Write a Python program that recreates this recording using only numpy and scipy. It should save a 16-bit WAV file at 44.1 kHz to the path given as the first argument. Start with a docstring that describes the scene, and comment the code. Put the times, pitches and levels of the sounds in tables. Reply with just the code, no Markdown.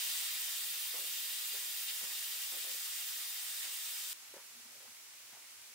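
"""Pressure cooker venting steam

In a small kitchen a bright jet of steam, noise with faint whistling resonances, slowly weakens and stops at once.
Under it an appliance hums as a sine, which ends with the jet. Knocks, mostly dull, come from around the room as
blows with dying noise, and a soft rub is a stuttering noise band. The open pot goes on with a smooth noise fizz,
one bubble (a rising sine) and a lumpy low rumble of two wandering tones."""
import sys
import numpy as np
from scipy import signal
from scipy.fft import rfft, irfft, next_fast_len
from scipy.io import wavfile

SR = 44100
rng = np.random.default_rng(int(sys.argv[2]) if len(sys.argv) > 2 else 0)


def bounce(signal):
    """Save signal as a 16-bit WAV file at the path given by the first command-line argument."""
    frames = np.transpose(np.atleast_2d(signal))
    limited = np.clip(frames, -1, 1)
    pcm = np.round(limited * 32767).astype(np.int16)
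    wavfile.write(sys.argv[1], SR, pcm)


N = 253335
T = np.arange(N) / SR
SIZE = next_fast_len(N + 8192)   # samples in each spectrum, with space for the reflections
HZ = np.maximum(np.arange(SIZE // 2 + 1) * SR / SIZE, 1)
CUT_S = 4.132   # the jet stops here
LEFT_RIGHT = np.array([[.5], [-.5]])   # splits a left-minus-right level over the two channels


def from_db(db):
    """Level in dB to amplitude."""
    return 10 ** (np.asarray(db) / 20)


def rms_one(x):
    """Scale to an rms of 1."""
    return x / np.sqrt(np.mean(x ** 2) + 1e-20)


def in_time(rows):
    """Columns of a curve table, one value a sample."""
    s, *columns = np.transpose(rows)
    return [np.interp(T, s, column) for column in columns]


def at_hz(points, hz):
    """A spectrum table read on a log-frequency axis."""
    table_hz, values = np.transpose(points)
    return np.interp(np.log(hz), np.log(table_hz), values)


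def drift(rate_hz):
    """Slow chance: noise through a double one-pole low-pass; spread about 1."""
    step = 40   # samples between slow values
    pole = np.exp(-2 * np.pi * rate_hz * step / SR)
    noise = rng.standard_normal(N // step + 2002)
    slow = signal.lfilter([1], [1, -2 * pole, pole ** 2], noise)[2000:]   # skips the filter's start
    return np.interp(np.arange(N) / step, np.arange(len(slow)), rms_one(slow))


def stereo_noise(colour_db, likeness, balance, lag_s=0):
    """Spectrum of two noise channels: a shared part makes them alike, an opposed part sets them apart."""
    mid, side = rfft(rng.standard_normal((2, SIZE)))
    alike = np.clip(at_hz(likeness, HZ), -1, 1)
    pair = np.sqrt(1 + alike) * mid + np.sqrt(1 - alike) * side * [[1], [-1]]
    pair[0] *= np.exp(-2j * np.pi * HZ * lag_s)   # delays the left
    return pair * from_db(colour_db + at_hz(balance, HZ) * LEFT_RIGHT)


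def flickering(spectra, shared_db, own_db, tilt_db):
    """Half-octave bands swell together and each on its own; tilt_db(Hz) colours them over time."""
    out = 0
    together_db = shared_db * (drift(21.0) + 0.5 * drift(7.1))
    for octave in np.arange(5, 14.6, .5):
        # neighbouring shares add up to one
        share = np.cos(np.pi * np.clip(np.log2(HZ) - octave, -.5, .5)) ** 2
        band = irfft(spectra * share, SIZE)[:, :N]
        level_db = together_db + own_db * drift(13.4) + tilt_db(2 ** octave)
        out = out + from_db(level_db) * band
    return out / np.sqrt(np.mean(out.mean(0) ** 2))   # the mono mix gets rms 1


def through_band(push, hz, octaves, blow_db):
    """Noise led by one sharp blow, through a band; white noise of rms 1 keeps rms 1."""
    edges = hz * 2 ** (np.array([-.5, .5]) * max(octaves, .05))
    in_band = 2 * (edges[1] - edges[0]) / SR   # share of white noise that the band passes
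    push = push.copy()
    push[:, 0] = from_db(blow_db) / np.sqrt(in_band)
    band_pass = signal.butter(2, edges, "band", fs=SR, output="sos")
    return signal.sosfilt(band_pass, push) / np.sqrt(in_band)


def jet_gate():
    """Full until the stop, with a linear fade over the last 1.4 ms."""
    return np.clip((CUT_S - T) / 0.0014, 0, 1)


def hum():
    """Appliance hum: a steady low sine of slightly unsteady level, ending with the jet."""
    hum_hz, rms_db = 120, -95
    level = np.sqrt(2) * from_db(rms_db + 2.0 * drift(7.9))
    return level * np.sin(2 * np.pi * hum_hz * T) * jet_gate()


def knocks():
    """Each knock is a blow and its dying scatter from the room, through its own clatter band and a hollow body."""
    # blows around the room: (start [s], clatter scatter level before its rise and decay [dB], clatter centre [Hz],
    # clatter width [octaves], t60 [s], hollow body level before the offset of each resonance [dB],
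    # first blow over the scatter [dB], left minus right [dB])
    blows = [(0.941, -54.5, 700, 1.2, 0.3, -66, 6, 3), (0.942, -58, 1150, .7, 0.2, -90, 8, 3),
             (0.986, -61, 560, 1.4, 0.55, -72, 6, 3), (1.537, -68, 425, 0.47, 0.54, -63.5, -0.5, 3),
             (1.55, -61, 1550, .3, 0.35, -85, 2, 2), (2.008, -62, 710, 1.8, 0.87, -81, -3, 2),
             (2.012, -85, 120, 1.6, 1.2, -90, 0, 0), (2.029, -70, 260, 1.2, .2, -75, 5, -1),
             (2.04, -65, 500, 2.6, .1, -78, 17, 0), (2.523, -58, 560, 1.6, 0.32, -68, 5, 2.5),
             (2.548, -65, 600, 1.2, .2, -72, 12, 2), (2.567, -67, 420, .7, .3, -74, 9, 2),
             (2.645, -61, 600, 0.8, 0.25, -67, 4, 5), (2.672, -66, 500, .6, 0.3, -72, 7, 2),
             (2.699, -73, 290, 1.2, 0.5, -80, 2, 0), (2.743, -66, 480, 0.59, .15, -76, 1, 2),
             (3.635, -62, 800, 1.6, 0.4, -72, 0, -2), (4.3392, -64, 420, .7, 0.08, -80, 13, 1),
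             (4.3392, -54, 10000, .6, .012, -99, 13, 1), (4.3396, -59, 1250, 1.7, 0.3, -59, 3, 1),
             (4.3632, -61, 1700, 1.6, 0.15, -64, 14, 1), (4.3632, -56, 4500, 1.1, .015, -99, 13, 1),
             (4.379, -61, 1050, 1.3, .2, -66, 8, 1), (4.804, -63, 2300, .8, .05, -76, 8, 1),
             (4.822, -68, 1200, 1, .05, -76, 8, 1), (4.862, -66, 1700, .9, .1, -85, 9, 1),
             (4.877, -67, 1000, 1.3, 0.1, -84, 8, 3), (4.9, -69, 2150, .15, 1.5, -99, -6, 1),
             (5.326, -61, 1600, 1.7, .25, -80, 8, 1), (5.327, -78, 220, .6, .12, -88, 6, 0),
             (5.333, -70, 780, .3, 0.12, -85, 9, 1), (5.348, -70, 780, .3, 0.12, -85, 9, 2),
             (5.35, -64, 2100, .4, .07, -88, 6, 1), (5.369, -69, 750, .5, 0.14, -78, 10, 3),
             (5.4235, -67, 2120, 0.25, .04, -85, 11, 1), (5.44, -65, 1900, 0.6, 0.15, -88, 4, 1)]
    # resonances of the hollow body: (centre [Hz], width [octaves], offset [dB], share of the knock's t60 [ratio])
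    body = [(230, 0.78, -15, 0.22), (404, 0.39, -6, 0.5), (530, 0.22, -4, 0.8), (950, 0.25, -14, 1.0)]
    rise_s, spread = 0.0012, 0.14   # rise of the scatter, share unlike left and right
    out = np.zeros((2, N + SR))
    t = np.arange(SR // 2) / SR
    for s, db, hz, octaves, t60, body_db, blow_db, pan_db in blows:
        mid, side = rng.standard_normal((2, len(t)))
        push = (mid + spread * side * [[1], [-1]]) * (1 - np.exp(-t / rise_s))
        bands = [(hz, octaves, db, 1)]
        bands += [(f, width, body_db + offset_db, share) for f, width, offset_db, share in body]
        burst = 0
        for f, width, band_db, share in bands:
            dying = push * from_db(-60 * t / (t60 * share))
            burst = burst + from_db(band_db) * through_band(dying, f, width, blow_db)
        first = round(s * SR)
        out[:, first:first + len(t)] += burst * from_db(LEFT_RIGHT * pan_db)
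    return out[:, :N]


def rub():
    """Rough narrow noise that swells quickly, stutters and dies."""
    # soft rub: (start [s], start of the fade [s], level before the stutter [dB], centre [Hz], width [octaves])
    start, end, db, hz, octaves = (4.68, 4.85, -74.5, 520, .35)
    shape = np.clip(np.minimum((T - start) / 0.032, (end - T) / 0.025 + 1), 0, 1)
    noise = shape * rng.standard_normal((1, N))
    stutter_db = 3 * drift(25.0)
    return from_db(db + stutter_db) * through_band(noise, hz, octaves, -np.inf)   # no blow


def fizz():
    """Smooth, slightly flickering noise of the open pot, on the right: its sound reaches the left ear later."""
    # loudness of the fizz: (time [s], level [dB])
    loudness = [(4.14, -55.1), (4.6, -55.4), (5.0, -55.8), (5.74, -55.9)]
    # relative spectrum: (frequency [Hz], level per Hz [dB])
    colour = [(24, -54), (50, -36), (100, -24), (190, -20), (310, -13), (500, -10.5), (1000, -5.5),
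              (1600, -3.5), (2300, 0), (3700, -1), (5200, 0), (7500, 0), (9500, -1.5), (12000, -4.5),
              (15800, -5)]
    # how alike the ears are: (frequency [Hz], left-right likeness [correlation])
    likeness = [(60, 1), (130, 0.94), (290, 1), (640, 0.34), (1410, 0.51), (2400, 0.15), (7500, 0.087),
                (10500, 0.039), (14000, 0.2)]
    # lean to one side: (frequency [Hz], left minus right [dB])
    balance = [(60, 1), (180, 0), (550, 1.5), (1650, -0.5), (4970, -1.0), (15000, -1)]
    spectra = stereo_noise(at_hz(colour, HZ), likeness, balance, lag_s=6.8e-5)
    level_db, = in_time(loudness)
    return from_db(level_db) * flickering(spectra, shared_db=.15, own_db=.3, tilt_db=lambda hz: 0)


def rumble():
    """Two low tones beside the open pot: sines of unsteady pitch whose levels come in lumps."""
    # levels before the lumps: (time [s], lower tone [dB], upper tone [dB])
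    levels = [(4.14, -96, -100), (4.45, -90, -92), (4.56, -90, -81.5), (4.9, -89, -91), (5.05, -99, -97),
              (5.25, -88, -97), (5.48, -97, -94), (5.63, -86, -103), (5.74, -103, -100)]
    # pitch of each tone: (frequency [Hz], pitch wander [Hz])
    tones = [(104, 6), (237, 4)]
    # unevenness of each tone: (lower tone [dB], upper tone [dB])
    lump_depths = [5, 6.5]
    lump_rate_hz = 27
    sound = 0
    for (hz, wander_hz), db, lump_db in zip(tones, in_time(levels), lump_depths):
        level = np.sqrt(2) * from_db(db + lump_db * drift(lump_rate_hz))
        pitch_hz = hz + wander_hz * drift(9.0)
        sound = sound + level * np.sin(2 * np.pi * np.cumsum(pitch_hz) / SR)
    return sound


def open_pot():
    """Fizz and rumble, opening over the 2 ms before the jet's stop."""
    return (fizz() + rumble()) * np.clip((T - CUT_S) / .002 + 1, 0, 1)


def drip():
    """A single bubble bursts in the pot: a short sine sweeping exponentially upwards."""
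    # bubble: (start [s], level before its onset and decay [dB], start pitch [Hz], pitch rise [1/s], t60 [s])
    start, db, hz, rise, t60 = (4.852, -59, 670, 28, .08)
    t = np.clip(T - start, 0, .1)   # the sweep lasts 0.1 s at most
    decay = from_db(db - 60 * np.maximum(T - start, 0) / t60)
    swell = (1 - np.exp(-t / .003)) * decay
    return swell * np.sin(2 * np.pi * hz * (np.exp(rise * t) - 1) / rise)


def room():
    """Direct sound plus a dying cloud of reflections, other for each ear: it combs the treble finely."""
    t60_s, cloud_db, low_hz = .22, -4, 600   # the cloud thins out below low_hz
    t = np.arange(8192) / SR
    dying = rng.standard_normal((2, 8192)) * from_db(-60 * t / t60_s)
    cloud = rms_one(dying) / np.sqrt(8192)   # unit energy
    return 1 + from_db(cloud_db) * rfft(cloud, SIZE) / (1 + (low_hz / HZ) ** 2)


def jet():
    """Turbulent steam noise lifted or dipped at resonances of valve and nearby surfaces; it stops dead at the cut."""
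    # course of the jet: (time [s], level [dB], extra for the 3 kHz body [dB], extra for the top octave [dB])
    course = [(0.0, -37.5, 1.5, -5), (0.61, -40.5, 1, -3), (4.12, -41.5, -1.5, -5)]
    # relative spectrum: (frequency [Hz], level per Hz [dB])
    colour = [(24, -80), (40, -49), (91, -44), (140, -36), (475, -20.5), (1060, -12.5), (1500, -8),
              (2000, -4.5), (2600, -3.5), (3400, -2), (4400, -2.5), (6070, -3), (8620, -2.5), (9800, 0),
              (11000, -0.5), (12900, -1.5), (14200, 4), (15800, 0.5)]
    # resonant peaks and dips: (frequency [Hz], width [Hz], gain [dB])
    whistles = [(1970, 60, 3), (2790, 40, 6), (2837, 25, 5), (2900, 60, -3), (3040, 60, -4), (3103, 35, 6),
                (3161, 40, 6), (3305, 25, 5), (3470, 30, 4), (3548, 25, 4), (3628, 30, 7), (3805, 25, 3),
                (4550, 30, 4), (4910, 40, 4), (3692, 40, 6), (3887, 30, 3), (4047, 40, 4), (4704, 20, 4),
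                (4768, 25, 4), (7120, 60, 3), (7434, 30, 5), (7936, 20, 6), (8300, 20, 6), (8376, 25, 5),
                (8830, 35, 5), (9075, 30, 4), (13463, 45, 4), (14112, 40, 4), (14400, 40, 4),
                (14830, 50, 4), (15283, 20, 5), (15648, 25, 5)]
    # how alike the ears are: (frequency [Hz], left-right likeness [correlation])
    likeness = [(60, 0.95), (130, 0.99), (290, 1), (640, 0.74), (1410, 0.15), (3100, 0.36), (8200, 0.38),
                (10300, 0.11), (11700, 0.49), (14200, 0.55), (15800, 0.25)]
    # lean to one side: (frequency [Hz], left minus right [dB])
    balance = [(60, 0), (130, -1), (290, 1), (640, -3), (1410, -4), (3100, 0.5), (6820, -0.5), (15000, 0.5)]
    # brief swells around surge_hz: (centre time [s], extra level [dB], half length [s])
    surges = [(1.897, 5.5, .017), (3.638, 4, .018)]
    surge_hz = 2400
    level_db, body_db, top_db = in_time(course)
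    lift = 1
    for hz, width, db in whistles:
        lift = lift + (from_db(db) - 1) / (1 + (2 * (HZ - hz) / width) ** 2)
    spectra = stereo_noise(at_hz(colour, HZ), likeness, balance) * lift * room()
    surge_db = sum(db * np.exp(-((T - s) / half) ** 2) for s, db, half in surges)

    def tilt_db(hz):
        """Extra level over time of the band at hz: surge, body and top."""
        surge = surge_db * np.exp(-np.log2(hz / surge_hz) ** 4)
        body = body_db * np.exp(-3.0 * np.log2(hz / 3200) ** 2)
        return surge + body + top_db * (hz > 10000)

    steam = flickering(spectra, shared_db=.12, own_db=.7, tilt_db=tilt_db)
    return from_db(level_db) * steam * jet_gate()


def scene():
    """All sources, two channels."""
    return hum() + knocks() + rub() + open_pot() + drip() + jet()


def record(dry):
    """A steep elliptic low-pass cuts off the top."""
    cutoff_hz = 15760
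    low_pass = signal.ellip(14, .3, 75, cutoff_hz, fs=SR, output="sos")   # ripple and stop band in dB
    return signal.sosfilt(low_pass, dry)


dry = scene()
out = record(dry)
bounce(out)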